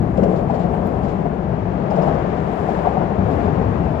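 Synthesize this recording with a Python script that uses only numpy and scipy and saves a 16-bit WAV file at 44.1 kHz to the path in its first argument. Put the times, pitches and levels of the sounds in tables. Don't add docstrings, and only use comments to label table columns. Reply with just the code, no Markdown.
import sys
import numpy as np
from scipy import signal
from scipy.fft import irfft
from scipy.io import wavfile
from scipy.ndimage import uniform_filter1d

SR = 44100
rng = np.random.default_rng(int(sys.argv[2]) if len(sys.argv) > 2 else 0)


def to_wav(s):
    ch = np.atleast_2d(s).T
    pcm = np.round(np.clip(ch, -1, 1) * 32767)
    wavfile.write(sys.argv[1], SR, pcm.astype(np.int16))


N = 176400

# freq_hz, coherence (0-1), left_lead_rad, left_minus_right_db
PORTS = [(40.2, 0.93, 0.27, 6.5), (172, 0.99, 0.18, 8.5), (320, 0.7, 0.46, 8), (420, 0.9, 0.19, 8.5),
         (510, 0.6, 1.8, 11), (810, 0.6, 1.17, 10.5), (1000, 0, 2.96, 10), (1450, 0.5, 3.4, 10.5),
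         (1770, 0, 6.2, 10.5), (2680, 0, 8.2, 14.5), (5070, 0, 13, 13), (7500, 0.4, 25, 19),
         (9400, .05, 22, 4)]


def amp(db):
    return 10 ** (np.asarray(db) / 20)


def at_hz(table, hz, column=1):
    columns = np.transpose(table)
    return np.interp(np.log(hz + 1e-6), np.log(columns[0]), columns[column])


def curve(table, column=1):
    columns = np.transpose(table)
    return np.interp(np.arange(N) / SR, columns[0], columns[column])


def add(mix, start_s, sound):
    part = mix[:, max(round(start_s * SR), 0):][:, :sound.shape[1]]
    part += sound[:, :part.shape[1]]


def noise(colour, size=N):
    hz = np.fft.rfftfreq(size, 1 / SR)
    left, unrelated = np.exp(2j * np.pi * rng.random((2, len(hz))))
    coherence = np.clip(at_hz(PORTS, hz), 0, 1)
    right = coherence * left + np.sqrt(1 - coherence ** 2) * unrelated
    right *= np.exp(-1j * at_hz(PORTS, hz, column=2)) * amp(-at_hz(PORTS, hz, column=3))
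    pair = irfft(np.array([left, right]) * amp(colour(hz)), size)
    return pair / pair[0].std()


def swell(t, rise_s):
    return t / rise_s * np.exp(1 - t / rise_s)


def echoed(t, rise_s, tail_db, t60_s=.7):
    tail = amp(tail_db - 60 * t / t60_s) * (1 - np.exp(-t / (2 * rise_s)))
    return np.hypot(swell(t, rise_s), tail)


def ring(t, hz, rise_s):
    phase = 2 * np.pi * (hz * t + rng.random())
    right = amp(-at_hz(PORTS, hz, column=3)) * np.sin(phase - at_hz(PORTS, hz, column=2))
    return np.sqrt(2) * swell(t, rise_s) * np.array([np.sin(phase), right])


def flutter(depth_db):
    grain = uniform_filter1d(rng.standard_normal(SR), size=130)
    return amp(depth_db * grain / grain.std())


def deck():
    # freq_hz, density_db
    spectrum = [(15, -40.5), (30, -24.5), (48, -10.5), (64, -3), (85, -6), (120, -5.5), (150, -1), (180, 2),
                (210, -4.5), (250, -9.5), (400, -12.5), (900, -76.5)]
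    # time_s, level_db
    levels = [(0, -13.5), (.3, -19), (.7, -18), (1.2, -20), (1.65, -20.5), (2.1, -19.5), (2.7, -21.5),
              (3.1, -20), (4, -27.5)]
    # start_s, level_db, pitch_hz, rise_s
    booms = [(.178, -14.5, 186, 0.0056), (0.225, -8.5, 194, 0.0035), (.274, -15.5, 183, 0.01),
             (.333, -13, 186, 0.0058), (0.645, -13.5, 178.4, .011), (1.491, -22.5, 119, 0.02),
             (1.61, -23, 101.6, 0.023), (2.018, -19.5, 185, 0.015), (2.081, -15.5, 168.6, .011),
             (3.182, -21, 95, 0.019), (3.247, -18, 106, 0.015), (3.65, -17.5, 101, .022),
             (3.716, -19, 86, 0.013), (3.796, -13, 175, 0.013)]
    t = np.arange(SR) / SR
    out = noise(lambda f: at_hz(spectrum, f)) * amp(curve(levels))
    for start_s, db, hz, rise_s in booms:
        add(out, start_s, amp(db) * ring(t, hz, rise_s))
    return out


def tyres(treble_hz=1170):
    # freq_hz, density_db
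    spectrum = [(100, -15.5), (220, 1.5), (310, -5), (430, 1.5), (520, -0.5), (700, 1.5), (850, -5.5),
                (1050, -9.5), (1350, -16), (1800, -21.5), (2600, -29.5), (3800, -40.5), (5000, -45.5),
                (6300, -51), (7400, -51), (8600, -75.5), (15000, -82.5)]
    # time_s, level_db, extra_treble_db
    levels = [(0, -24, 2.5), (.4, -20, -3.5), (.8, -19.5, -1.5), (1.15, -21.5, 0), (1.4, -23.5, 1),
              (1.83, -22, 2.5), (2.05, -17.5, 1), (2.45, -21.5, 4), (2.8, -18, 1.5), (3.12, -20, 1),
              (3.4, -18, 1.5), (3.7, -19.5, 1.5), (4, -21, 2)]
    roar = noise(lambda f: at_hz(spectrum, f))
    dull = signal.sosfiltfilt(signal.butter(2, treble_hz, fs=SR, output="sos"), roar)
    treble = (roar - dull) * amp(curve(levels, column=2))
    return (dull + treble) * amp(curve(levels))


def hiss(right_cut_db=4):
    # freq_hz, density_db
    spectrum = [(4000, -14), (7300, 7), (8500, -0.5), (9800, 0), (11500, -6), (12800, 0.5), (14000, -8.5),
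                (15500, -6.5)]
    # time_s, level_db
    levels = [(0, -73), (.15, -67), (.24, -62.5), (.42, -67), (.66, -73), (.74, -62), (.82, -67),
              (.9, -65.5), (1.45, -76), (1.85, -80), (2.05, -63.5), (2.22, -72), (2.54, -62), (2.75, -61),
              (3, -69), (3.23, -72), (3.31, -63), (3.58, -72), (4, -67)]
    return noise(lambda f: at_hz(spectrum, f)) * amp(curve(levels)) * amp([[0], [-right_cut_db]])


def joint_clacks():
    # start_s, level_db, pitch_hz, ringing_share (0-1; the rest is clatter)
    strikes = [(.180, -12.5, 626, 0.54), (.190, -9, 450, .85), (.227, -8.5, 543, 0.1),
               (.243, -20, 696, 0.54), (.262, -11, 418, 0.84), (.287, -11.5, 510, 0.3),
               (.332, -12, 492, .2), (.497, -14.5, 773, 0.36), (.533, -15.5, 633, 0.3),
               (.735, -15.5, 714, 0.3), (1.254, -16, 710, 0.72), (1.910, -10.5, 650, 0.67),
               (1.937, -16.5, 600, 0.1), (1.973, -12.5, 670, 0.58), (1.984, -10.5, 600, 0.8),
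               (2.032, -13.5, 610, .15), (2.050, -17, 600, 0.6), (2.076, -12.5, 752, 0.4),
               (2.108, -16, 644, .3), (2.687, -12, 700, 0.9), (2.848, -16.5, 876, 0.5),
               (2.870, -5.5, 724, 0.97), (2.970, -11.5, 744, .85), (3.006, -15.5, 747, 0.5),
               (3.48, -17.5, 430, .4)]
    # pitch_multiple, density_db
    spread = [(.1, -30), (.4, -15), (.72, -1.5), (1, 0), (1.25, -3), (1.55, -17), (2, -24), (4, -35),
              (8, -57.5), (20, -88.5)]
    out, t = np.zeros((2, N)), np.arange(SR) / SR
    for start_s, db, hz, share in strikes:
        clatter = noise(lambda f: at_hz(spread, f / hz), size=SR)
        clatter *= amp(-3) * echoed(t, rise_s=.0081, tail_db=-6)
        tone = ring(t, hz, rise_s=.0033)
        add(out, start_s, amp(db) * (np.sqrt(share) * tone + np.sqrt(1 - share) * clatter))
    return out


def plate_clinks():
    # start_s, level_db, pitch_hz, ringing_share (0-1; the rest is rattle)
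    clinks = [(.168, -47, 5160, 0), (0.229, -43.5, 5380, 0.1), (1.902, -44, 5000, .24),
              (1.956, -47.5, 4820, .04), (2.017, -44.5, 4970, .22), (2.031, -50, 5400, .4),
              (2.071, -48.5, 4700, .03), (2.142, -52, 5150, .08)]
    # freq_hz, density_db
    spectrum = [(1000, -17), (2300, 0.5), (2900, 11.5), (3500, 0.5), (4700, -2), (5300, 0.5), (6400, -6),
                (7300, -1.5), (8600, -20), (13000, -22), (16000, -27.5)]
    out, t = np.zeros((2, N)), np.arange(SR) / SR
    for start_s, db, hz, share in clinks:
        rattle = noise(lambda f: at_hz(spectrum, f), size=SR) * flutter(depth_db=2.5)
        rattle *= echoed(t, rise_s=.007, tail_db=-8.5)
        tone = ring(t, hz, rise_s=.006)
        add(out, start_s, amp(db) * (np.sqrt(share) * tone + np.sqrt(1 - share) * rattle))
    return out


def water():
    # start_s, level_db
    laps = [(.295, -52), (.35, -49), (.485, -52.5), (.53, -47.5), (0.586, -47), (.845, -53), (1.025, -50),
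            (1.076, -49), (1.11, -61), (2.679, -50), (2.735, -52.5), (2.78, -60), (2.851, -63),
            (3.295, -51), (3.421, -52)]
    # freq_hz, density_db
    spectrum = [(800, -6.5), (2500, 7.5), (5000, 0.5), (6200, -7.5), (7400, -3), (8600, -22.5),
                (15000, -31)]
    out, t = np.zeros((2, N)), np.arange(SR) / SR
    for start_s, db in laps:
        fizz = noise(lambda f: at_hz(spectrum, f), size=SR) * flutter(depth_db=1.2)
        add(out, start_s, amp(db) * fizz * echoed(t, rise_s=.018, tail_db=-4))
    return out


def ticks():
    # start_s, level_db, pitch_hz, left_minus_right_db, width_octaves
    events = [(.722, -65, 11000, 10, .5), (.733, -64, 14000, 7, .4), (.859, -63, 10500, 12, .3),
              (.8715, -55, 13300, 21.5, 0.31), (1.259, -60, 6300, -5, .7), (3.655, -63, 8000, -8, .8)]
    out, t = np.zeros((2, N)), np.arange(SR) / SR
    for start_s, db, hz, pan_db, octaves in events:
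        band = noise(lambda f: -20 * np.log10(1 + (np.log2((f + 1) / hz) / octaves) ** 2), size=SR)
        band /= band.std(1, keepdims=True)
        gains = amp([[db + pan_db / 2], [db - pan_db / 2]])
        add(out, start_s, gains * band * echoed(t, rise_s=.0008, tail_db=-24.5))
    return out


def heavy_vehicle(start_s=3.17, rise_s=.02, level_db=-17.5, fade_db_per_s=2):
    # freq_hz, density_db
    spectrum = [(25, -40.5), (55, -6), (80, 3), (105, 1.5), (135, -4), (170, 3), (260, -6), (420, -15),
                (900, -73)]
    t = np.maximum(np.arange(N) / SR - start_s, 0)
    envelope = np.minimum(t / rise_s, 1) * amp(level_db - fade_db_per_s * t)
    return noise(lambda f: at_hz(spectrum, f)) * envelope


def scene():
    traffic = deck() + heavy_vehicle() + tyres() + joint_clacks() + plate_clinks()
    return traffic + water() + ticks() + hiss()


def record(dry):
    lowpass = signal.firwin(511, 15400, window=("kaiser", 9), fs=SR)
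    return signal.oaconvolve(dry, lowpass[None], "same")


dry = scene()
out = record(dry)
to_wav(out)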